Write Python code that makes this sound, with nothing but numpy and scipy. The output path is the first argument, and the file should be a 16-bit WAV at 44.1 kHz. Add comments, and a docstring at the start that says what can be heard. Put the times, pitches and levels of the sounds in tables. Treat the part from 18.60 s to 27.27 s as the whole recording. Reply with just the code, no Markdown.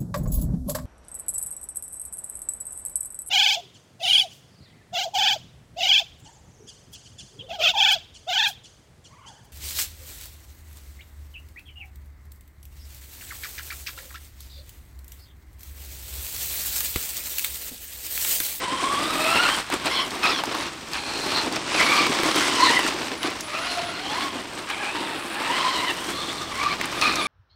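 """A small electric radio-controlled truck drives laps over rough paving, heard in mono.
Its plastic gears whine at multiples of the tooth rate, rising and falling with the throttle.
Tyres and chassis rattle over grit: coloured, long-tailed noise grains under one set of bumps.
The speed controller sings near 10 kHz on part throttle; stones click and the chassis thuds as decaying bursts.
Distant traffic, a slowly swelling low noise, lies underneath."""
import sys
import numpy as np
from scipy import signal
from scipy.fft import rfft, irfft
from scipy.io import wavfile
from scipy.ndimage import uniform_filter1d, minimum_filter1d

SR = 44100
rng = np.random.default_rng(int(sys.argv[2]) if len(sys.argv) > 2 else 0)


def inscribe(sig):
    """Save sig as 16-bit PCM at rate SR to the path in sys.argv[1].

    A 1-D sig is mono; a 2-D sig holds one channel per row.
    Samples are clipped to [-1, 1] before scaling.
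    """
    pcm = np.round(np.clip(np.atleast_2d(sig).T, -1, 1) * 32767)
    wavfile.write(sys.argv[1], SR, pcm.astype(np.int16))


N = 382339

# Speed controller on part throttle.
# Each row: start in seconds, end in seconds, level at the start in dB, level at the end in dB.
PART_THROTTLE = [(.04, .8, -58, -47), (.86, .99, -58, -58), (1.3, 1.47, -49, -50), (1.6, 1.81, -55, -54),
                 (1.93, 2.07, -54, -54), (2.3, 2.9, -58, -53), (3.12, 3.4, -46, -43),
                 (3.44, 3.88, -55, -49), (3.96, 4.32, -47, -54), (4.57, 4.68, -51, -50),
                 (4.83, 5.32, -53, -50), (5.39, 5.83, -53, -58), (6.08, 6.84, -58, -52),
                 (6.93, 8.14, -56, -60), (8.37, 8.67, -47, -51)]
# Resonances of the chassis. Each row: frequency in Hz, width in Hz, relative level in dB.
CHASSIS_MODES = [(317, 184, 4), (217, 305, -6.5), (502, 670, -2)]


def undb(db):
    """Decibels to an amplitude factor."""
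    return 10 ** (np.asarray(db) / 20)


def unit(x):
    """Scale to an RMS of 1."""
    return x / np.sqrt(np.mean(np.abs(x) ** 2))


def curves(table):
    """Columns of a table after its time column, one value per sample."""
    s, *columns = np.transpose(table)
    return [np.interp(np.arange(N) / SR, s, c) for c in columns]


def walk(rate):
    """Random levels held 1 / rate seconds and slewed twice, with an RMS of 1."""
    hold = max(int(SR / rate), 2)
    steps = np.repeat(rng.standard_normal(N // hold + 1), hold)
    slewed = uniform_filter1d(uniform_filter1d(steps, hold), hold)
    return unit(slewed[:N])


def swell(start, end, rise_s, fall_s, first=1, last=1):
    """Zero, a rise to first, a slope to last, a fall to zero."""
    return np.interp(np.arange(N) / SR, [start - rise_s, start, end, end + fall_s], [0, first, last, 0])


def colour(x, points):
    """Shape x by a causal minimum-phase filter drawn through (Hz, dB) points, then scale it to RMS 1."""
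    hz, db = np.transpose(points)
    bins_hz = np.arange(2049) * SR / 4096
    log_gain = np.interp(np.log(bins_hz + 1), np.log(hz), db) * np.log(10) / 20
    # folding the cepstrum onto positive time makes the filter causal
    cepstrum = irfft(log_gain)
    cepstrum[1:2048] *= 2
    cepstrum[2049:] = 0
    impulse = irfft(np.exp(rfft(cepstrum)))
    return unit(signal.fftconvolve(x, impulse)[:N])


def ring(x, hz, width_hz):
    """A two-pole resonance."""
    return signal.lfilter(*signal.iirpeak(min(hz, .45 * SR), hz / width_hz, fs=SR), x)


def grains(scatter_db, tail_s, most_db):
    """Noise whose samples have long-tailed sizes that die away over a short tail."""
    size = undb(np.minimum(scatter_db * rng.exponential(size=N), most_db))
    power = signal.lfilter([1], [1, -np.exp(-1 / (tail_s * SR))], size ** 2)
    return rng.standard_normal(N) * np.sqrt(power)


def driving():
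    """Bumps in the paving shake gears, drivetrain, chassis and grit together."""
    # Rolling freely, nearer or farther. Each row: time in seconds, drivetrain gain in dB,
    # chassis rumble gain in dB, grit in dB relative to the drivetrain.
    lap = [(0, -27.5, -38.5, -9), (.45, -27.5, -32, -4.5), (.95, -24.5, -37, -6.5), (1.5, -30, -37, -12.5),
           (1.86, -31.5, -37, -13), (2.25, -36.5, -44, -8.5), (2.9, -31, -32, -8.5), (3.08, -30, -37, -9),
           (3.5, -22.5, -30.5, -11.5), (3.88, -19.5, -28.5, -12), (4.3, -24.5, -31.5, -11),
           (4.6, -33, -37.5, -13), (4.86, -33.5, -44.5, -11.5), (5.3, -32.5, -39.5, -15),
           (5.8, -32.5, -36.5, -11), (6.06, -33.5, -42, -7), (6.5, -28.5, -33.5, -9.5),
           (6.71, -31.5, -41, -9), (7.5, -28, -34.5, -7.5), (7.75, -32.5, -40, -8.5),
           (8.18, -32.5, -39, -13), (8.67, -28.5, -34, -9.5)]
    # Landings and bumps. 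Each row: start in seconds, time held in seconds,
    # drivetrain boost in dB, rumble boost in dB.
    jolt_rows = [(1.12, 0.011, 6, 13), (1.265, 0.0084, 10, 8), (2.346, 0.0067, 12.5, 2),
                 (2.95, 0.0092, 4, 3), (4.64, 0.057, 7.5, 4.5), (6.104, 0.0061, 11, 1),
                 (8.215, 0.064, 6, 5), (8.32, 0.082, 3.5, 0.5)]
    # Wheels off the ground. Each row: start in seconds, end in seconds.
    hops = [(1.041, 1.102), (1.195, 1.186)]
    # Colour of the loose drivetrain. Each row: frequency in Hz, relative density in dB per Hz.
    rattle_colour = [(250, -20.5), (450, -8.5), (1090, 4.5), (1500, 0.5), (2400, 0), (3900, -2),
                     (5000, -4.5), (7000, -16), (12000, -35)]
    # Colour of the tyres on grit. Each row: frequency in Hz, relative density in dB per Hz.
    grit_colour = [(4000, -6), (5500, 4), (6800, 0), (8600, 1.5), (9800, -10), (11000, -18), (12600, -16),
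                   (14500, -22), (16000, -28)]
    # Lift of the grit's highest treble. Each row: time in seconds, level added in dB.
    top_lift = [(.2, -6), (.6, 3.5), (1.1, 0), (1.6, 10), (2.4, 0), (2.8, 7), (3.1, -4), (3.35, 6),
                (3.9, 4.5), (4.7, 4.5), (5.6, 7), (6.1, -2), (6.9, 2), (7.35, 5.5), (7.8, 2), (8.3, 10.5),
                (8.67, 5)]
    top_grit_hz = 10500
    jolt_rise_s, jolt_fall_s = 0.037, 0.051
    hop_slope_s, hop_db, hop_rumble_db = 0.034, -7, -13
    rumble_share, grit_share = 0.36, 0.46  # of the dB that a pull adds; jolts lift grit by this share too

    drive_db, rumble_db, grit_db = curves(lap)
    pull_db, tone_db = pulls()
    jolts = [swell(s, s + held, jolt_rise_s, jolt_fall_s) * np.array(dbs)[:, None]
             for s, held, *dbs in jolt_rows]
    jolt_db, jolt_rumble_db = sum(jolts)
    air = sum(swell(start, end, hop_slope_s, hop_slope_s) for start, end in hops)
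    drive_db = drive_db + pull_db + jolt_db + hop_db * air
    rumble_db = rumble_db + rumble_share * pull_db + jolt_rumble_db + hop_rumble_db * air
    # grit also gets the drivetrain gain below, so take back what it does not share
    grit_db = grit_db - (1 - grit_share) * (pull_db + jolt_db)

    bumps = 0.52 * walk(25) + 1.15 * walk(70)
    rattle = colour(grains(4., .0013, 30.), rattle_colour) * undb(-3.5 + bumps)

    shake = grains(4.6, .004, 33.)
    modes = [undb(db) * ring(ring(shake, hz, width), hz, width) for hz, width, db in CHASSIS_MODES]
    rumble = unit(sum(modes)) * undb(rumble_db + 1.7 * bumps)

    grit = colour(grains(4.3, .001, 32.), grit_colour)
    highpass = signal.butter(4, top_grit_hz, "high", fs=SR, output="sos")
    top = signal.sosfiltfilt(highpass, grit)
    grit = grit + top * (undb(curves(top_lift)[0] + 2.0 * walk(5.4)) - 1)
    grit = grit * undb(grit_db + 0.86 * bumps + 1.1 * walk(13))

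    whine = gears(tone_db) * undb(0.067 * bumps)
    return undb(drive_db) * (whine + rattle + grit) + rumble


def gears(tone_db):
    """Teeth mesh unevenly: speed wobbles, and each multiple flutters in size and phase; the motor can rings."""
    # Speed of the truck. Each row: time in seconds, tooth rate in Hz before the wobble.
    teeth = [(0, 988), (.3, 1106), (.47, 1220), (.58, 1215), (.68, 1340), (.78, 1353), (.825, 1483),
             (.865, 1390), (.93, 1590), (1.05, 1213), (1.31, 1035), (1.35, 1098), (1.385, 1062),
             (1.45, 1030), (1.64, 1300), (1.66, 1234), (1.705, 1323), (1.735, 1173), (1.79, 1053),
             (1.9, 936), (2.4, 823), (2.82, 890), (3.08, 998), (3.14, 1390), (3.2, 1092), (3.4, 1178),
             (3.7, 1077), (3.9, 1002), (4.07, 1034), (4.1, 932), (4.13, 1012), (4.27, 934), (4.9, 596),
             (4.98, 644), (5.07, 716.4), (5.33, 675), (5.41, 750), (5.48, 785), (5.53, 888), (5.57, 1020),
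             (5.63, 1103), (6.16, 760), (6.22, 836), (6.255, 804), (6.3, 844), (6.35, 930), (6.49, 907),
             (6.74, 802), (6.82, 889), (6.89, 909), (6.93, 1007), (7.07, 1050), (7.15, 1041), (7.19, 976),
             (7.23, 1040), (7.28, 991), (7.31, 909), (7.52, 1128), (7.63, 1208), (7.69, 1135), (7.74, 1219),
             (7.85, 1200), (7.98, 1064), (8.04, 1190), (8.13, 1176), (8.5, 1223), (8.67, 1167)]
    # Every second tooth bites harder for a moment.
    # Each row: time in seconds, relative level in dB at half the tooth rate.
    half_rate = [(0, -19), (.55, -22), (.65, -7), (.78, -18), (.9, -45)]
    # Response of the gearbox. Each row: frequency in Hz, gain in dB.
    gearbox = [(600, -11), (850, -11.5), (1100, -6), (1450, -9.5), (2000, -10.5), (2700, -8), (3400, -6),
               (4300, -17.5), (5500, -7.5), (7500, -42)]
    can_hz, can_width_hz = 4200, 460
    fifth_db = -5.5  # multiple 5 against multiple 3
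    coast_db = -8.5  # unloaded teeth are quieter
    wobble = .04  # share of the tooth rate, before clean meshing reduces it
    flutter_hz = 180  # per multiple
    patchy_db, smooth_hz = 2.8, 1000

    hz, = curves(teeth)
    first_db, second_db, third_db, fourth_db, can_db = tone_db
    # slow teeth stay in contact and sing clearer
    clean = 1.1 + 3 * np.clip(1 - hz / smooth_hz, 0, 1)
    phase = 2 * np.pi * np.cumsum(hz * (1 + wobble * walk(70) / (1 + clean))) / SR

    shake = rng.standard_normal(N)
    can = unit(ring(ring(shake, can_hz, can_width_hz), can_hz, can_width_hz))
    out = undb(can_db + patchy_db * walk(35)) * can

    box_hz, box_db = np.transpose(gearbox)
    levels = [(.5, *curves(half_rate))]
    stack = [first_db, second_db, third_db, fourth_db, third_db + fifth_db]
    for multiple, db in enumerate(stack, 1):
        levels.append((multiple, db + np.interp(multiple * hz, box_hz, box_db)))
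    for multiple, db in levels:
        steady = clean / multiple ** 2  # higher multiples blur more
        blur = walk(flutter_hz * multiple) + 1j * walk(flutter_hz * multiple)
        flutter = (steady + blur) / np.sqrt(1 + steady ** 2 / 2)
        tone = np.real(flutter * np.exp(1j * multiple * phase))
        out = out + undb(db + patchy_db * walk(45)) * tone
    return out * undb(coast_db * (1 - throttle()))


def pulls():
    """The motor pulls: dB added to the drive, and levels of multiples and can, which leave idle meanwhile."""
    # Each row: full at in seconds, until in seconds, rise in seconds, fall in seconds,
    # dB above rolling at first, dB above rolling at last,
    # then the levels in dB of multiples 1, 2, 3 and 4 of the tooth rate and of the motor can.
    pull_rows = [(0.043, 0.33, 0.12, 0.079, -0.5, 3, 3.5, -7, -7, -8, -27),
                 (0.377, .56, 0.059, 0.051, 2, 4.5, 2, -14, -2, -2, -35),
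                 (0.602, 0.856, 0.12, 0.16, 4, 7.5, 1, 0, -4, -8, -14),
                 (1.33, 1.402, 0.037, 0.086, 3.5, 4.5, -0.5, 4.5, 2.5, 5, -6.5),
                 (1.636, 1.72, 0.017, 0.053, 10.5, 9.5, 2.5, 2.5, -2, 0, -21),
                 (1.747, 1.799, 0.045, 0.034, 6, 6, 0.5, -18, -1.5, -10, -10),
                 (1.927, 2.032, 0.065, 0.14, 4, 7, -2.5, -7, -12, -10, -13),
                 (2.388, 2.621, 0.027, 0.066, 4, 4.5, -2, -8, -4, -12, -8),
                 (2.648, 2.804, 0.056, 0.096, 6, 11, -2, -18, -11, -14, -8.5),
                 (3.14, 3.211, 0.1, 0.092, 7, 10, -25, 1, -20, -10, -28),
                 (3.265, 3.409, 0.061, 0.072, 8, 7, -1.5, 2, -14, -2, -22),
                 (3.66, 3.727, 0.23, 0.06, -2, 1.5, -10, -6, -20, -21, -36),
                 (4.024, 4.106, 0.12, 0.034, 2, 5, 5, -0.5, -10, 5, -11),
                 (4.117, 4.22, 0.04, 0.081, 4, 0, -2.5, 4, -2, -15, -33),
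                 (4.938, 5.019, 0.09, 0.068, 4, 4.5, -2, 1, -8, 4, -28),
                 (5.04, 5.215, 0.072, 0.085, 5.5, 6, 2.5, -7, -11, -7, -14),
                 (5.295, 5.426, .04, 0.076, 0, 1.5, 0.5, 1, -3, -5, -12),
                 (5.505, 5.629, 0.12, 0.12, 4, 7.5, 1.5, -3, -9, -1, -16),
                 (6.197, 6.294, 0.1, 0.039, 1, 3, 4.5, -2, 2.5, -8, -26),
                 (6.368, 6.419, 0.053, 0.21, 6, 1.5, 0.5, -4, -5, -5, -29),
                 (6.804, 6.95, 0.11, 0.11, 5.5, 7.5, 1.5, -2.5, -3, -21, -40),
                 (6.983, 7.194, 0.11, 0.056, 8, 4.5, 4, -1, -3.5, 2, -11),
                 (7.245, 7.297, 0.047, 0.044, 4, 3, 0, 5, 1, 0, -28),
                 (7.564, 7.836, 0.071, 0.082, -1.5, 1.5, -4, -30, 0, -10, -11),
                 (8.018, 8.136, 0.14, 0.045, 7, 8, 4, 3.5, -13, -18, -10),
                 (8.419, 8.52, 0.011, 0.063, 11.5, 6, 0, 3, -10, -12, -9.5),
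                 (8.588, 8.701, 0.093, 0.053, 4, 1, 0, 2, -1, -6, -11)]
    # Levels between pulls, in dB: multiples 1, 2, 3 and 4, then the motor can.
    idle_levels = (-9.5, -8, -6, -15, -37)
    shares = np.array([swell(*row[:4]) for row in pull_rows])
    shares = shares / np.maximum(shares.sum(axis=0), 1)  # overlapping pulls share the weight
    added_db = np.max([swell(*row[:6]) for row in pull_rows], axis=0)
    idle = np.array(idle_levels)[:, None]
    pulled = np.array(pull_rows)[:, 6:].T
    return added_db, idle + (pulled - idle) @ shares


def throttle():
    """1 under power, 0 when coasting; short pauses of the switching tone are full throttle."""
    t, hold = np.arange(N) / SR, int(.11 * SR)
    on = sum(((t >= row[0]) & (t < row[1])) * 1. for row in PART_THROTTLE)
    widened = -minimum_filter1d(-on, hold)
    bridged = minimum_filter1d(widened, hold)
    return uniform_filter1d(bridged, int(0.021 * SR))


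def via_ground(x):
    """Reflection off the paving cancels a band of treble, hollowing it when the truck is on the far lane."""
    # Each row: time in seconds, depth of the hollow from 0 to 1.
    hollow = [(0, 0.57), (.8, 0.67), (1.4, 0.35), (1.7, 0.12), (5.5, 0.06), (5.9, 0.48), (6.75, 0.74),
              (7.0, 0.38), (7.4, 0.46), (8.0, 0.16), (8.67, 0.34)]
    centre_hz, width_hz = 6100, 5000
    depth, = curves(hollow)
    return x - np.clip(depth, 0, .95) * ring(x, centre_hz, width_hz)


def switching():
    """The windings sing at the chopping rate, shifted a little by the motion (Doppler)."""
    # Each row: time in seconds, speed towards the microphone in metres per second.
    approach = [(0, 0), (.8, .9), (1, -.4), (1.47, -1.2), (1.8, .3), (2.3, 1.2), (3.42, 1.6), (3.9, .5),
                (4.32, -1.9), (4.85, -.9), (5.8, -1.3), (6.1, -.7), (7, 1.2), (8.67, 1.7)]
    chop_hz, sound_m_s = 9890, 343
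    t, gain = np.arange(N) / SR, np.zeros(N)
    for start, end, *db in PART_THROTTLE:
        on = (t >= start) & (t < end)
        gain[on] = undb(np.interp(t[on], [start, end], db))
    hz = chop_hz * (1 + curves(approach)[0] / sound_m_s)
    gain = uniform_filter1d(gain, int(.035 * SR)) * np.sqrt(2)  # table levels are RMS
    gain = gain * undb(3 * walk(16) + 2.2 * walk(45))
    return gain * np.sin(2 * np.pi * np.cumsum(hz + 8.3 * walk(40)) / SR)


def knocks():
    """Each stone or knock is a broad crack of noise around its own colour, with a short tail."""
    # Each row: start in seconds, peak level in dB, centre in Hz.
    knock_rows = [(.964, -20, 8760), (1.101, -14.5, 880), (1.125, -12.5, 1990), (1.139, -14, 7500),
                  (1.259, -18, 9000), (1.507, -17, 4050), (1.641, -11, 1310), (1.837, -11, 890),
                  (1.856, -18, 5000), (1.949, -15, 1207), (2.334, -15, 5000), (2.925, -16.5, 5150),
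                  (2.96, -17.5, 5490), (3.468, -7, 1101), (3.634, -6, 450), (3.76, -17, 12000),
                  (3.809, -9, 1500), (4.008, -13, 2000), (4.192, -9, 900), (4.265, -10, 1320),
                  (4.631, -12, 2996), (4.705, -27, 9070), (4.808, -16, 6240), (6.1, -19, 2402),
                  (6.102, -15, 1202), (7.305, -26, 8650), (7.73, -19.5, 797.6), (8.213, -9, 2150),
                  (8.256, -21, 8550), (8.414, -7.5, 4480), (8.557, -12.5, 5540)]
    crack_s, tail_s, tail_db = .002, .009, -8
    dull = .7  # one-pole lowpass coefficient
    out, t = np.zeros(N + 4096), np.arange(4096) / SR
    envelope = np.exp(-t / crack_s) + undb(tail_db) * np.exp(-t / tail_s)
    for s, db, hz in knock_rows:
        noise = rng.standard_normal(len(t))
        noise[0] = 6  # the first contact is a sharp tick
        body = 0.023 * signal.lfilter([1], [1, -dull], noise)
        burst = (ring(noise, hz, 0.26 * hz) + body) * envelope
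        out[int(s * SR):][:len(t)] += undb(db) * burst / np.abs(burst).max()
    return out[:N]


def thuds():
    """The chassis bottoms out on the close pass: a soft push rings its modes."""
    # Each row: start in seconds, peak level in dB.
    thud_rows = [(3.144, -27), (3.201, -24), (3.294, -20), (3.404, -21), (3.494, -17.5), (3.594, -19),
                 (3.654, -23), (3.686, -19.5), (3.755, -21)]
    push_s, t60_s = .004, 0.054  # onset time constant, time to decay by 60 dB
    out, t = np.zeros(N + 4096), np.arange(4096) / SR
    for s, db in thud_rows:
        detune = 1 + .08 * rng.standard_normal()
        modes = sum(undb(gain_db) * np.sin(2 * np.pi * hz * detune * t) for hz, _, gain_db in CHASSIS_MODES)
        burst = modes * (1 - np.exp(-t / push_s)) * undb(-60 * t / t60_s)
        out[int(s * SR):][:len(t)] += undb(db) * burst / np.abs(burst).max()
    return out[:N]


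def traffic():
    """A low distant rumble of coloured noise that swells slowly."""
    # Each row: frequency in Hz, relative density in dB per Hz.
    traffic_colour = [(20, -19), (40, -11), (60, -2), (120, -3.5), (250, -5.5), (500, -24), (900, -40)]
    middle_db, swell_db = -50, 3.0
    return colour(rng.standard_normal(N), traffic_colour) * undb(middle_db + swell_db * walk(1.596))


def scene():
    """The truck, with its driving noise hollowed by the paving, over the traffic."""
    truck = via_ground(driving()) + switching() + knocks() + thuds()
    return (truck + traffic())[None]


def record(dry):
    """The recorder cuts the top with a steep elliptic lowpass."""
    top_hz = 15750
    lowpass = signal.ellip(10, .2, 70, top_hz, fs=SR, output="sos")
    return signal.sosfilt(lowpass, dry)


dry = scene()
out = record(dry)
inscribe(out)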